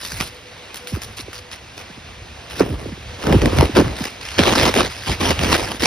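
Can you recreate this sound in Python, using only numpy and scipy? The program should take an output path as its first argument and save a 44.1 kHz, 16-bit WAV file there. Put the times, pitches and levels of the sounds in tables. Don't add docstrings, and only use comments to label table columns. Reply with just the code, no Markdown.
import sys
import numpy as np
from scipy import signal
from scipy.fft import rfft, irfft, next_fast_len
from scipy.io import wavfile
from scipy.ndimage import uniform_filter1d, map_coordinates

SR = 44100
rng = np.random.default_rng(int(sys.argv[2]) if len(sys.argv) > 2 else 0)


def field_ratio(decibels):
    return 10 ** (np.asarray(decibels, dtype=float) / 20)


def waveform_to_disk(signal):
    frames = np.transpose(np.atleast_2d(signal))
    scaled = np.clip(frames, -1, 1) * 32767
    samples = np.round(scaled).astype(np.int16)
    wavfile.write(sys.argv[1], SR, samples)


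N = 258405


def unit(x):
    return x / np.sqrt(np.mean(x ** 2) + 1e-20)


def along(points, hz):
    f, v = np.transpose(points)
    return np.interp(np.log(hz + 1), np.log(f + 1), v)


def curves(rows):
    s, *columns = np.transpose(rows)
    return [np.interp(np.arange(N) / SR, s, column) for column in columns]


def wobble(rate):
    knots = rng.standard_normal(int(N * rate / SR) + 4)
    return map_coordinates(knots, [np.arange(N) * rate / SR])


def filtered(x, response):
    m = next_fast_len(N + SR // 2)
    hz = np.fft.rfftfreq(m, 1 / SR)
    return irfft(rfft(x, m) * response(hz), m)[..., :N]


def coloured(x, spectrum):
    closed = [(1, -120)] + list(spectrum) + [(SR / 2, -120)]
    return unit(filtered(x, lambda hz: field_ratio(along(closed, hz))))


def noise(patchy_db):
    z = signal.stft(rng.standard_normal((2, N)), nperseg=512)[2]
    field = rng.standard_normal(z.shape[1:])
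    for axis in (0, 1):
        field = uniform_filter1d(field, size=6, axis=axis)
    return signal.istft(z * field_ratio(patchy_db * unit(field)), nperseg=512)[1][:, :N]


def falling(t, hz, cycles, start, fall):
    turns = hz * t
    phase = start * turns / (1 + turns / fall) + 0.666 * np.sqrt(turns)
    swell = (turns / cycles * np.exp(1 - turns / cycles)) ** 0.93
    return np.sin(2 * np.pi * phase) * swell


# frequency_hz, density_db
RUMBLE = [(20, -37), (45, -3.5), (86, -4), (120, -9), (220, -24)]
# start_s, water_db, wall_rumble_db, mist_db
RUSH = [(0.0, -53, -48, -8.5), (0.2, -39, -37.5, -5), (0.45, -41, -47, -13), (0.85, -39, -48, -2.5),
        (1.1, -39.5, -38, -4.5), (1.5, -40.5, -47.5, -16.5), (1.78, -40.5, -46, -13),
        (2.2, -40.5, -41.5, -16), (2.5, -39, -41, -15), (2.7, -41, -33, -5), (3.15, -36.5, -38.5, -11.5),
        (3.5, -30.5, -41, -6), (4.15, -38.5, -45, -14), (4.3, -38, -40, -19.5), (4.6, -24.5, -27.5, -11),
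        (4.95, -38.5, -42.5, -15), (5.45, -27, -23.5, -12), (5.86, -41, -49, -11.5)]
# frequency_hz, density_db
WATER = [(90, -6), (200, -1), (700, 0), (1300, -4.5), (2600, -2), (3700, -5.5), (5800, -11), (10000, -21),
         (12500, -28), (15800, -27)]


def rush():
    water_db, rumble_db, _ = curves(RUSH)
    flutter_db = 0.8 * wobble(10) + 0.5 * wobble(150)
    water = field_ratio(water_db + flutter_db) * coloured(noise(patchy_db=1.0), WATER)
    rumble = field_ratio(rumble_db + 1.5 * wobble(9)) * coloured(noise(patchy_db=2.0), RUMBLE)
    return water + rumble


# frequency_hz, width_hz, level_db
TUBE = [(225.6, 4.7, -7.5), (492.7, 4.9, 6), (744, 19, -22)]
# peak_s, level_db
HUM = [(.355, -45), (.49, -46), (.62, -47), (.855, -41), (.93, -48), (1.075, -42), (1.37, -46), (1.46, -48),
       (1.82, -50), (2.19, -49), (2.5, -49), (2.75, -47), (2.9, -48), (3.13, -43)]


def hum():
    swell_s = 0.045
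    t = np.arange(N) / SR
    swells = sum(field_ratio(db) * np.exp(-((t - s) / swell_s) ** 4) for s, db in HUM)
    modes = lambda f: sum(field_ratio(db) * 1j * f * w / (c * c - f * f + 1j * f * w) for c, w, db in TUBE)
    ring = filtered(rng.standard_normal(N), modes)
    steady = ring / np.sqrt(uniform_filter1d(ring ** 2, size=1500) + 0.091 * ring.var())
    return swells * unit(steady) * [[1], [.3]]


# start_s, length_s, spray_db, weight_db
SPITS = [(0.0, 0.28, -34.5, -46.5), (0.197, 0.028, -28.5, -33.5), (0.752, 0.02, -34.5, -71),
         (0.87, 0.047, -39.5, -56), (0.926, 0.044, -41.5, -35), (1.017, 0.029, -34.5, -64),
         (1.168, .04, -34, -46), (1.332, 0.055, -36.5, -63), (1.513, 0.04, -35.5, -50),
         (1.762, 0.058, -42, -43.5), (2.496, 0.038, -35.5, -38.5), (4.892, 0.18, -33, -84),
         (5.516, 0.041, -15.5, -20.5)]
# start_s, length_s, spray_db, weight_db, build_up_db
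WAVES = [(2.536, 0.064, -29, -33, 14), (2.598, 0.036, -37, -19, -6), (2.639, .11, -50, -28.5, -1),
         (2.783, 0.11, -52.5, -34.5, -1), (3.182, 0.062, -33.5, -25.5, 17), (3.249, 0.074, -30.5, -9, 9.5),
         (3.329, 0.06, -40, -19.5, -6.5), (3.41, .085, -41, -14, -2.5), (3.514, .09, -30.5, -12.5, 9.5),
         (3.605, 0.054, -33.5, -19.5, -4), (3.75, 0.049, -21, -8.5, 3.5), (3.837, .1, -49, -29.5, -6),
         (3.954, 0.1, -28.5, -31.5, 7), (4.061, 0.042, -36.5, -43, -6), (4.209, 0.2, -31.5, -55, 0.5),
         (4.381, 0.15, -21, -18, -3.5), (4.55, 0.14, -18, -17.5, 0), (4.749, 0.062, -18, -14, 1.5),
         (4.823, 0.048, -29, -28, -3.5), (5.06, 0.08, -25, -26, 0), (5.199, 0.12, -21, -18.5, 1),
         (5.393, 0.16, -23, -19.5, 4.5), (5.579, .19, -35, -35, -11), (5.795, 0.066, -12.5, -14.5, 17)]


def waves(column, rise_s, t60, drip_db):
    drip_t60 = 1
    t = np.arange(0, N / SR, 1e-3)
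    power = np.full(len(t), 1e-7)
    for row in [(*spit, 0) for spit in SPITS] + list(WAVES):
        start, length, build_db = row[0], row[1], row[4]
        after = np.maximum(t - start - length, 0)
        rise = np.clip((t - start) / rise_s + .5, 0, 1) ** 2
        build = field_ratio(build_db * np.clip((t - start) / length - 1, -1, 0))
        drain = field_ratio(-60 * after / t60) + field_ratio(drip_db - 60 * after / drip_t60)
        power += (field_ratio(row[column]) * rise * build * drain) ** 2
    return np.interp(np.arange(N) / SR, t, 10 * np.log10(power))


def spray_level():
    return waves(column=2, rise_s=0.009, t60=0.066, drip_db=-18)


def weight_level():
    return waves(column=3, rise_s=0.024, t60=0.082, drip_db=-27)


# frequency_hz, density_db
SPRAY = [(700, -6.5), (1700, 1.5), (2800, 2), (4300, -4), (5300, -2), (7000, -11.5), (12000, -38.5)]
SLOSH = [(250, -5), (550, -1.5), (1000, -4.5), (1600, -14.5), (3000, -18.5)]
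MIST = [(2200, -17), (4000, -1.5), (5500, 1.5), (7500, -16.5)]
FIZZ = [(4000, -44), (7000, -5), (10000, 3), (13000, -5), (15900, -0.5)]
# frequency_hz, gain_db
CLICK = [(200, -6), (900, 2), (5000, -2.5), (9000, -20.5), (16000, -39)]
# start_s, click_db, splash_db
SPLATS = [(0.0333, -18, -22), (0.0494, -25.5, 8), (0.1194, -28, 11), (0.2096, -12, -5), (0.744, -19, -4.5),
          (0.8723, -15.5, -17), (1.0187, -15, -10), (1.1843, -26, -2), (1.331, -22.5, -4),
          (1.515, -17, -18), (1.5319, -18, -11), (1.779, -21, -4), (2.5092, -24.5, 2), (2.607, -19, 1.5),
          (2.7434, -27, -25), (2.858, -33, -18), (3.269, -11, -9.5), (3.3253, -14, -1), (3.4177, -13, -6.5),
          (3.458, -3.5, -12.5), (3.5862, -8.5, -6.5), (3.7683, -9, -1.5), (4.0407, -11.5, -6),
          (4.3907, 0, -6.5), (4.5356, -12, 0.5), (4.5605, -12, -8), (4.5973, -5, -3), (4.7407, -2, -10.5),
          (5.3918, -10, -5), (5.797, -22, -9)]


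def wash():
    splash_t60, click_t60 = 0.024, 0.005
    spray_db = spray_level()
    fizz_db = curves(RUSH)[2] - 0.16 * (np.clip(spray_db, -50, 0) + 35.5)
    slosh_db = -1 + 0.96 * np.clip(weight_level() - spray_db, -25, 15)
    clumps_db = 0.37 * wobble(30) + 1.67 * wobble(220) + 3.66 * wobble(900)
    crowd = field_ratio(spray_db - 4.0) * unit(field_ratio(clumps_db))

    t = np.arange(SR // 5) / SR
    single, clicks = np.zeros((2, N + SR))
    for s, db, splash_db in SPLATS:
        first = round(s * SR)
        single[first:][:len(t)] += field_ratio(db + splash_db - 9 - 60 * t / splash_t60)
        clicks[first:][:len(t)] += field_ratio(db + 1.5 - 60 * t / click_t60)

    drops = noise(patchy_db=2.5)
    colour = coloured(drops, SPRAY)
    colour += field_ratio(slosh_db) * coloured(drops, SLOSH)
    colour += field_ratio(fizz_db + 5) * coloured(drops, FIZZ)
    colour += field_ratio(fizz_db + 2.5) * coloured(drops, MIST)
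    snap = np.sign(drops)
    snaps = filtered(clicks[:N] * snap, lambda hz: field_ratio(along(CLICK, hz)))
    return np.hypot(crowd, single[:N]) * colour + snaps


# frequency_hz, density_db
POUND = [(60, 7.5), (140, -3), (350, 1), (550, 1.5), (1200, -19.5)]


def buffet(count=700):
    pound_db = weight_level()
    heave_db = pound_db - 4.5 + 0.22 * np.clip(pound_db - spray_level(), -10, 15)
    heave_s = 0.051
    swing = uniform_filter1d(field_ratio(heave_db), size=round(heave_s * SR))

    t = np.arange(SR // 20) / SR
    start, pitch, size = rng.random((2, count, 3)).T[..., None]
    grains = field_ratio(-9 * size) * falling(t, 150 + 300 * pitch, cycles=0.86, start=1.22, fall=4.68)
    where = (start * N).astype(int) + np.arange(len(t))
    pound = np.array([np.bincount(where[:, c].ravel(), grains[:, c].ravel(), N + SR)[:N] for c in range(2)])
    pound = coloured(unit(pound) + 1.66 * unit(noise(patchy_db=-1.5)), POUND)
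    heave = swing * field_ratio(1.3 * wobble(18)) * coloured(noise(patchy_db=-5.0), RUMBLE)
    return field_ratio(pound_db - 3.5) * pound + heave


# start_s, peak_db, pitch_hz,
# cycles_to_peak
BLOWS = [(0.048, -33, 150, 0.69), (1.194, -22, 260, 0.93), (0.125, -23.5, 125, 1.1),
         (0.205, -15, 140, 0.77), (0.921, -18.5, 218, 1.15), (0.934, -11, 61, 0.6), (0.967, -17, 270, 1.2),
         (1.281, -20.5, 330, 0.92), (1.896, -26, 204, 1.5), (1.972, -29, 234, 1.3),
         (2.605, 1.5, 355, 1.53), (2.619, -12.5, 227, 2.1), (2.693, -13.5, 126, 2.3),
         (2.815, -22.5, 205, 1.9), (2.857, -13.5, 341, 1.38), (2.919, -19, 190, 1.4),
         (2.975, -24, 300, 0.87),
         (3.262, -11.5, 189, 2.5), (3.3, 1, 216, 3.5), (3.345, -4.5, 199, 4), (3.433, -16, 123, 1.7),
         (3.468, -4, 219, 0.81), (3.586, -4.5, 110, 1.6), (3.626, -2.5, 304, 0.75),
         (3.693, -10.5, 246, 0.94), (3.771, -0.5, 346, 3.2), (3.794, 1.5, 306, 1.9), (3.818, 0.5, 297, 1.1),
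         (3.859, -12, 110, 0.51), (4.005, -14.5, 206, 1.6), (4.388, -2, 330, 2.8), (4.557, -11, 147, 1.2),
         (4.633, -4, 462, 1.2), (4.692, -4.5, 372, 0.92), (4.761, -17, 328, 1.2), (5.085, -14.5, 114, 1.3),
         (5.395, -11.5, 120, 1.3), (5.696, -16.5, 220, 1.2), (5.456, -11.5, 169, 0.86),
         (5.494, -12, 290, 1.9), (5.828, -8.5, 255, 1.26)]


def thumps():
    out = np.zeros(N + SR)
    t = np.arange(SR // 4) / SR
    for s, db, hz, cycles in BLOWS:
        out[round(s * SR):][:len(t)] += field_ratio(db - 6.0) * falling(t, hz, cycles, start=1.353, fall=7.14)
    ragged_db = 2 * wobble(160)
    return out[:N] * field_ratio(ragged_db) * [[1], [-.4]]


# frequency_hz, coherence (0 to 1)
ALIKE = [(60, .99), (250, .93), (700, .42), (1800, .92), (3000, .6), (5000, .92), (6200, .72), (7500, .97),
         (8900, .62), (10500, .97), (12100, .65), (13500, .97), (14900, .55), (15800, .93)]


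def scene():
    mix = rush() + hum() + wash() + buffet() + thumps()
    turn = lambda hz: np.arccos(np.clip(along(ALIKE, hz), -1, 1)) / 2
    both, apart = filtered(mix, lambda hz: np.array([np.cos(turn(hz)), np.sin(turn(hz))]))
    return np.array([both + apart, both - apart])


# frequency_hz, phase_rad
LEAD = [(0, 0), (430, -.5), (1700, 0), (3100, 1.6), (3800, .8), (5080, 0), (6200, 1.5), (6900, 2.8),
        (8300, 3.5), (9500, 5.9), (11800, 6.7), (12400, 9), (14600, 9.8), (15300, 12.3), (17000, 12.7)]


def ports(dry):
    low_hz = 55.3
    f, lead = np.transpose(LEAD)
    port = lambda hz: field_ratio([[-.4], [.4]]) * np.exp(.5j * np.interp(hz, f, lead) * [[1], [-1]])
    wind_cut = lambda hz: -hz ** 2 / (low_hz ** 2 - hz ** 2 + 1.3j * hz * low_hz)
    return filtered(dry, lambda hz: port(hz) * wind_cut(hz))


# frequency_hz, gap_db
GAP = [(1000, 30), (1900, 17), (5000, 15), (7000, 7), (16000, 6)]
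# frequency_hz, level_db
FAINT = [(1000, -22), (5000, -13), (9000, -6), (15500, -1)]


def thinned(x, attack_db, quiet_db):
    top_hz = 15400
    hz, _, z = signal.stft([x[0] + x[1], x[0] - x[1]], SR, nperseg=2048)
    line = np.abs(z) ** 2
    band = np.add.reduceat(line, np.arange(0, 1025, 32), axis=1)
    power = np.repeat(band, 32, axis=1)[:, :1025]

    blocks = np.add.reduceat(np.diff(x[0]) ** 2, np.arange(0, N - 1, 128)) + 1e-12
    rise = blocks / uniform_filter1d(blocks, size=9, origin=4)
    first = np.clip(np.arange(z.shape[2]) * 8 - 4, 0, len(rise) - 1)
    calm = np.maximum.reduceat(rise, first) < field_ratio(2 * attack_db)

    weak = (power < power[::-1] * field_ratio(-2 * along(GAP, hz)[:, None])) & calm
    weak |= line < power / 32 * field_ratio(2 * along(FAINT, hz)[:, None])
    weak |= (line < field_ratio(2 * quiet_db)) & (hz[:, None] > 11000)
    kept = z * ~weak * (hz[:, None] < top_hz)
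    total, difference = signal.istft(kept, SR, nperseg=2048)[1][:, :N]
    return np.array([total + difference, total - difference]) / 2


def roll_off(x):
    return signal.sosfilt(signal.butter(12, 17120, fs=SR, output="sos"), x)


def record(dry):
    x = ports(dry)
    x = x / (1 + np.abs(x / 0.97) ** 6) ** (1 / 6)
    mix = thinned(x, attack_db=4.5, quiet_db=-85)
    return roll_off(mix)


dry = scene()
out = record(dry)
waveform_to_disk(out)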